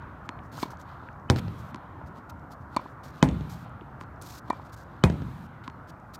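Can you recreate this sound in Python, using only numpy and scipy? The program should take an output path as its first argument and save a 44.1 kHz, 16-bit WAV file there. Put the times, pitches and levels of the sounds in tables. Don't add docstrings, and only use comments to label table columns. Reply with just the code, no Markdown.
import sys
import numpy as np
from scipy import signal
from scipy.io import wavfile
from scipy.ndimage import uniform_filter1d

SR = 44100
rng = np.random.default_rng(int(sys.argv[2]) if len(sys.argv) > 2 else 0)


def voltage_ratio(decibels):
    exponent = np.asarray(decibels, float) / 20
    return 10 ** exponent


def inscribe(sig):
    pcm = np.round(np.clip(np.atleast_2d(sig).T, -1, 1) * 32767)
    wavfile.write(sys.argv[1], SR, pcm.astype(np.int16))


N = 273283


def evened(x):
    return x / np.sqrt(np.mean(x ** 2) + 1e-20)


def read(points, hz):
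    f, value = np.transpose(points)
    return np.interp(np.log(hz + 1), np.log(f + 1), value)


def add(mix, s, sound):
    part = mix[round(s * SR):][:len(sound)]
    part += sound[:len(part)]


def lowpass(x, top_hz, order=2):
    return signal.lfilter(*signal.butter(order, top_hz, fs=SR), x)


def resonate(x, hz, width):
    return signal.lfilter(*signal.iirpeak(hz, hz / width, SR), x)


def ring(t, hz, db, t60, rise=0.0003):
    t = np.maximum(t, 0)
    return voltage_ratio(db - 60 * t / t60) * (1 - np.exp(-t / rise)) * np.sin(2 * np.pi * hz * t)


def tick(t, hz, db, length):
    puff = rng.standard_normal(len(t)) * np.exp(-t / length)
    puff[0] -= 3.0
    coloured = resonate(puff, hz, 0.9 * hz)
    return voltage_ratio(db) * coloured / abs(coloured).max()


def noise(length, db_of, size=512):
    hop = size // 4
    frames = length // hop + 6
    hz = np.fft.rfftfreq(size, 1 / SR)[:, None]
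    a, b = rng.standard_normal((frames, len(hz), 2)).T
    z = (a + 1j * b) * voltage_ratio(db_of(hz, np.arange(frames) * hop / SR))
    return signal.istft(z, nperseg=size, noverlap=size - hop)[1][:length]


def echoed(x, echoes):
    out = x.copy()
    for delay, db, top_hz in echoes:
        add(out, delay, voltage_ratio(db) * lowpass(x, top_hz))
    return out


def trees(t):
    rest_db, earlier_hit_db = -20.5, 9.5
    rise_s, fall_db_per_s = 0.11, 34
    power = voltage_ratio(rest_db) ** 2 + voltage_ratio(earlier_hit_db - fall_db_per_s * t) ** 2
    for rows, db in (WALL_HITS, 24), (STROKES, 2.5), (BOUNCES, -3.5):
        for s, *_ in rows:
            after = np.maximum(t - s, 0)
            swell = np.minimum(after / rise_s, 1)
            power = power + (voltage_ratio(db - fall_db_per_s * after) * swell) ** 2
    return 10 * np.log10(power)


# f/Hz, level/dB per Hz
ROAD = [(25, -14.5), (55, -0.5), (85, -2), (125, 0), (180, -8), (260, -8.5), (420, -18), (650, -14.5),
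        (1000, -11.5), (1400, -13), (1750, -22), (2100, -29), (2700, -38.5), (4000, -48.5), (7000, -85.5)]
# t/s, level/dB
ROAD_LEVEL = [(0.0, -41.5), (2.5, -42.5), (4.4, -43), (6.2, -44.5)]


def road():
    patch_db, duck_db, duck_s = 1.6, 0.5, 0.265
    patches = rng.standard_normal((N // 512 + 6, 1025)).T
    patches = evened(uniform_filter1d(uniform_filter1d(patches, 12, 0), 8, 1))

    def colour(hz, t):
        air_loss = 12 * np.maximum(np.log2((hz + 1) / 7000), 0)
        leaves = np.exp(-np.log((hz + 1) / 4450.0) ** 2 / 0.3)
        return read(ROAD, hz) - air_loss + patch_db * patches + leaves * trees(t)

    hum = noise(N, colour, size=2048)
    t = np.arange(N) / SR
    sunk_db = sum(duck_db * (t > hit) * np.exp(-abs(t - hit) / duck_s) for hit, *_ in WALL_HITS)
    s, level_db = np.transpose(ROAD_LEVEL)
    return evened(hum) * voltage_ratio(np.interp(t, s, level_db) - sunk_db - 1.5)


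# t/s, level/dB, colour f/Hz
TICKS = [(.023, -57, 4970), (.39, -43.5, 2580), (0.578, -33.5, 1000), (0.587, -32, 1290), (.705, -46, 5560),
         (.733, -34, 1050), (.772, -49, 5060), (.815, -43, 6650), (0.914, -56, 4500), (1.0875, -33.5, 1510),
         (1.13, -58, 5500), (1.3067, -24, 5130), (2.0145, -34, 1000), (3.812, -38, 289), (3.81, -46, 2560),
         (3.661, -35, 1100), (1.345, -46.5, 5500), (1.198, -61, 6000), (3.695, -56, 8500),
         (4.529, -50, 7000), (2.396, -59, 5460), (2.795, -68, 10000), (3.039, -47, 3200),
         (3.237, -30, 4500), (4.161, -59.5, 4950), (4.222, -34, 9600), (4.224, -33.5, 8900),
         (4.64, -59, 6000), (5.0465, -39, 6000), (6.0, -58, 6860)]


def knock(db, hz):
    t = np.arange(SR // 20) / SR
    body = resonate(tick(t, hz, 0, 2.5 / hz), hz, 0.7 * hz)
    body = lowpass(body, min(1.3 * hz, 16000), order=4)
    return voltage_ratio(db + 1.5) * body / abs(body).max()


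# f/Hz, level/dB per Hz
SOLE = [(1000, 15.5), (2000, 13.5), (3000, 11.5), (4200, 17), (6500, 13.5), (10000, 4.5), (13000, 9.5),
        (16000, 1.5)]


def scuff(length_s, shape_db, treble_db):
    grip_s, release_s = 0.003, 0.011
    length = round(length_s * SR)

    def colour(hz, t):
        treble = np.clip(np.log2((hz + 1) / 3260.0) / 0.82, 0, 1)
        return read(SOLE, hz) + treble * treble_db + 0 * t

    grit = noise(length, colour, size=256)
    grains = voltage_ratio(2.0 * evened(uniform_filter1d(rng.standard_normal(length), 60)))
    grains *= voltage_ratio(1.6 * evened(uniform_filter1d(rng.standard_normal(length), 350)))
    t = np.arange(length) / SR
    edges = np.minimum(t / grip_s, 1) * np.minimum(t[::-1] / release_s, 1) ** 2
    return evened(grit * grains) * voltage_ratio(shape_db(np.arange(length) / length)) * edges


# centre t/s,
# length t/s, level/dB, treble level/dB against it
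STEPS = [(0.257, 0.028, -69, 0), (0.447, 0.061, -72, 10), (0.808, 0.046, -57.5, -4),
         (0.909, 0.14, -60, -16.5), (1.025, 0.24, -65, -18), (4.932, 0.31, -66.5, -16),
         (3.658, 0.054, -58, -21), (1.596, 0.041, -60, 6), (2.073, 0.036, -65, 1), (2.173, 0.06, -62, -8),
         (2.301, .02, -50.5, -2), (2.523, 0.039, -56, -1), (2.617, 0.035, -73, 0), (2.907, 0.05, -72, 8),
         (3.171, 0.13, -58.5, -9.5), (4.015, 0.037, -60, -2), (4.66, 0.046, -62, -3),
         (4.697, .025, -63, -9), (4.737, 0.031, -52.5, 3), (6.149, 0.029, -46.5, 0.5)]


def step(centre, length_s, db, treble_db):
    arch_db = 15
    lean = 0.8
    span = 1.4 * length_s
    sound = scuff(span, lambda u: db - 2 * arch_db * (2 * u ** lean - 1) ** 2, treble_db)
    return centre - span * 0.5 ** (1 / lean), sound


# t/s, tick level/dB, ring level/dB, ring f/Hz, thud level/dB
BOUNCES = [
    (0.2912, -19, -28.5, 1000, -31),
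    (1.7455, -25.5, -30.5, 1000, -31),
    (1.7599, -33, -34, 1000, -38),
    (4.0118, -29, -32, 1000, -38.5),
    (4.037, -40, -37, 1000, -60),
    (5.6785, -25.5, -25.5, 1036, -33),
    (5.6999, -36, -42, 990, -52),
]


def bounce(tick_db, ring_db, ring_hz, thud_db):
    t = np.arange(SR // 8) / SR
    thud = voltage_ratio(thud_db) * np.sin(2 * np.pi * 260 * t) * np.exp(-((t - 0.004) / 0.0033) ** 2)
    felt = tick(t, 1700, tick_db - 24.5, 0.0022) + tick(t, 1100, tick_db + 0.54, 0.00015)
    ball = ring(t, ring_hz, ring_db, 0.025)
    wire = ring(t - 0.015, 4250, tick_db - 45, 0.19, 0.005)
    return lowpass(felt, 6500) + ball + thud + wire


# start t/s, length t/s, first level/dB, last level/dB, treble level/dB against it
DRAGS = [(.516, 0.13, -57.5, -43, -2), (0.627, 0.099, -44, -78, -8), (0.701, 0.054, -50, -79, 1),
         (1.358, .046, -48, -37, -9), (3.033, 0.086, -53.5, -63.5, -2), (3.493, 0.063, -54, -53.5, 2),
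         (3.551, 0.094, -62, -71, 1), (4.213, 0.19, -53.5, -50.5, 2), (4.762, 0.085, -60, -66.5, 2),
         (5.636, 0.051, -54, -68, -14), (5.87, 0.045, -68.5, -51.5, -2.5)]


def drag(start, length_s, first_db, last_db, treble_db):
    return start, scuff(length_s, lambda u: first_db + (last_db - first_db) * u, treble_db)


def swish(contact_s, ball_db):
    length_s, rise_db, top_db = 0.065, 21, ball_db - 38
    return drag(contact_s - length_s, length_s, top_db - rise_db, top_db, -10)


# t/s, string crack level/dB, ball ring level/dB, ball ring f/Hz, crack brightness level/dB
STROKES = [
    (0.6281, -34, -22.5, 1000, 34),
    (2.764, -29, -16, 1003, 19),
    (4.5004, -35.5, -17.5, 990, -2),
]
# f/Hz, width f/Hz, level/dB, share of brightness
STRING_CRACK = [(614, 450, 10.5, 0.74), (1120, 290, -1, 0.58), (1800, 63, 0, 0), (3600, 85, -10, 0.86),
                (4420, 440, -4.5, 1), (5500, 2900, -5, 0.74), (13200, 2300, -17, 0.75)]
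# delay t/s, level/dB, top f/Hz
STROKE_ECHOES = [
    (0.0264, -15.5, 2500),
    (.092, -19.5, 1200),
]


def racket(crack_db, ball_db, ball_hz, bright_db):
    t = np.arange(SR // 4) / SR
    contact = rng.standard_normal(len(t)) * np.minimum(t / 0.0002, 1) * np.exp(-(t / 0.005) ** 2)
    crack = np.zeros(len(t))
    for hz, width, db, share in STRING_CRACK:
        string = resonate(resonate(contact, hz, width), hz, 2 * width)
        crack += voltage_ratio(db + share * bright_db) * evened(string)
    crack *= voltage_ratio(crack_db + 12.5) / abs(crack).max()

    push = voltage_ratio(-8.5 + 0.35 * crack_db) * np.sin(2 * np.pi * 270 * (t - 0.0012))
    push *= np.exp(-((t - 0.0036) / 0.0024) ** 2)

    ball = ring(t - 0.0045, ball_hz, ball_db + 12.0, 0.016, 0.0014)
    ball += ring(t - 0.0045, 0.85 * ball_hz, ball_db - 19, 0.014, 0.002)
    frame = ring(t - 0.001, 614, ball_db - 5 - 0.058 * bright_db ** 2, 0.022, 0.0011)

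    string_db = ball_db - 23.5
    strings = ring(t, 2350, string_db, 0.13 - 0.0022 * bright_db)
    strings += ring(t, 2255, string_db - 8 + 0.42 * bright_db, 0.075)

    spill = evened(resonate(rng.standard_normal(len(t)), 1700, 3400))
    spill *= voltage_ratio(crack_db - 14.5 - 60 * t / 0.1)
    return echoed(crack + push + ball + frame + strings, STROKE_ECHOES) + lowpass(spill, 4700)


def wake(contact_s, ball_db):
    length_s, fall_db, first_db = 0.11, 7, ball_db - 42.5
    return drag(contact_s + 0.031, length_s, first_db, first_db - fall_db, -12)


# t/s, crack level/dB, crack colour f/Hz, thump level/dB, settled thump f/Hz
WALL_HITS = [
    (1.2999, -8.5, 5360, -7, 96),
    (3.2273, -7.5, 6880, -4.5, 143.6),
    (5.0384, -8, 4100, -5, 127),
]
# f/Hz, level/dB, t60 t/s
PANELS = [
    [(94.8, -21, 0.62), (132, -18, 0.22), (221, -28.5, 0.32), (250.3, -23, 0.24), (309, -28.5, 0.25),
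     (367.5, -22.5, 0.14), (500, -26.5, 0.15), (796, -27.5, 0.09), (1000, -18, 0.015)],
    [(66, -24.5, 0.73), (158, -30.5, 0.11), (203, -22, 0.045), (258.6, -17.5, 0.27), (298, -19.5, 0.13),
     (380, -19, 0.05), (499, -16.5, 0.043), (650, -17, 0.0443), (838, -13, 0.036), (974, -16.5, 0.034),
     (2100, -29.5, 0.045)],
    [(76.7, -12, 0.27), (126, -16, 0.15), (179, -17.5, 0.2), (224, -16, 0.087), (355, -13.5, 0.044),
     (397, -23, 0.081), (507, -22.5, 0.084), (750, -19, 0.043), (1140, -9, 0.0078), (1720, -27, 0.014),
     (2490, -25, 0.053), (7100, -28, 0.01)],
]
# f/Hz, level/dB per Hz
BOOM = [(30, -33), (70, -1), (150, -0.5), (260, -9.5), (450, -16), (1000, -9), (2500, -30.5), (5000, -55.5),
        (9000, -46), (16000, -80)]
# f/Hz, t60 t/s
BOOM_DECAY = [(50, 1), (150, 1.42), (400, 0.66), (1200, 0.1), (4000, 0.67), (12000, 0.22)]
# delay t/s, level/dB, top f/Hz
WALL_ECHOES = [
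    (0.0606, -12, 9000),
    (0.084, -24, 7100),
    (.115, -25, 493),
    (0.151, -34, 6000),
    (.181, -20.5, 5200),
    (0.244, -26.5, 500),
]


def wall(crack_db, crack_hz, thump_db, settle_hz, modes):
    t = np.arange(SR) / SR
    slap = ring(t, 2780, crack_db + 4.0, 0.0028, 0.00005)
    slap -= ring(t, crack_hz, crack_db + 9.5, 0.00075, 0.00005)
    slap += tick(t, 6880, crack_db - 4.5, 0.00035)
    crack = lowpass(slap, 8800, order=8)
    crack += ring(t - 0.0002, 1470, crack_db + 8.5, 0.0028, 0.0001)
    crack += tick(t, 13000, crack_db - 33.5, 0.002)

    ground = evened(resonate(rng.standard_normal(SR), 2000, 2800))
    chatter = evened(resonate(rng.standard_normal(SR), 1500, 2500))
    scatter = voltage_ratio(crack_db - 38.0 - 60 * t / 0.16) * ground
    scatter += voltage_ratio(crack_db - 26 - 60 * t / 0.089) * chatter

    after = np.maximum(t - 0.0011, 0)
    turns = settle_hz * after + 130 * 0.003 * (1 - np.exp(-after / 0.0013))
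    thump = voltage_ratio(thump_db - 60 * after / 0.059) * np.sin(2 * np.pi * turns)

    panel = np.zeros(SR)
    for hz, db, t60 in modes:
        panel += ring(t - 0.0009 - 0.055 / hz, hz, db, t60, 0.37 / hz)

    rumble = noise(SR, lambda hz, s: read(BOOM, hz) - 60 * s / read(BOOM_DECAY, hz), size=1024)
    rumble *= voltage_ratio(thump_db - 11.5 - 11.0) / np.std(rumble[:SR // 10])
    rumble *= 1 - np.exp(-t / 0.0022)

    smear = rng.standard_normal(200) * np.exp(-t[:200] / 0.0018)
    smear /= np.linalg.norm(smear)
    blurred = voltage_ratio(-7.5) * signal.oaconvolve(crack + scatter, smear)[:SR]
    returned = echoed(blurred + thump, WALL_ECHOES) - blurred
    return returned + crack + scatter + panel + rumble


def scene():
    mix = road()
    for s, db, hz in TICKS:
        add(mix, s, knock(db, hz))
    for row in STEPS:
        add(mix, *step(*row))
    for s, *blow in BOUNCES:
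        add(mix, s, bounce(*blow))
    for row in DRAGS:
        add(mix, *drag(*row))
    for s, *blow in STROKES:
        ball_db = blow[1]
        add(mix, *swish(s, ball_db))
        add(mix, s, racket(*blow))
        add(mix, *wake(s, ball_db))
    for (s, *blow), modes in zip(WALL_HITS, PANELS):
        add(mix, s, wall(*blow, modes))
    return mix[None]


def roll_off(x):
    return signal.sosfilt(signal.butter(12, 16630, fs=SR, output="sos"), x)


# f/Hz, level/dB per Hz
HISS = [(3000, 8), (6000, 3), (9000, -1.5), (10500, -3.5), (12000, 1.5), (15500, -3), (16000, -29)]


def record(dry):
    lost_hz, lost_top_db = (2570, 2990), -55
    hiss_db, held_hiss_db, hold_s = -75.5, 10.5, 0.4
    x = signal.sosfilt(signal.butter(3, 55, "high", fs=SR, output="sos"), dry[0])

    band = signal.oaconvolve(x, signal.firwin(2047, lost_hz, pass_zero=False, fs=SR), "same")
    band_rms = np.sqrt(abs(uniform_filter1d(band ** 2, 1500)) + 1e-14)
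    lost = uniform_filter1d(np.maximum(1 - voltage_ratio(lost_top_db) / band_rms, 0), 500)

    booming = np.cumsum(abs(lowpass(x, 300)) > 0.2)
    hold = round(hold_s * SR)
    earlier = np.r_[np.zeros(hold), booming[:-hold]]
    held = uniform_filter1d(1.0 * (booming > earlier), 300)
    hiss = evened(noise(N, lambda hz, t: read(HISS, hz) + 0 * t))
    hiss *= voltage_ratio(hiss_db + held_hiss_db * held)

    x = signal.oaconvolve(x - lost * band + hiss, signal.firwin(101, 16000, fs=SR), "same")
    return roll_off(x[None])


dry = scene()
out = record(dry)
inscribe(out)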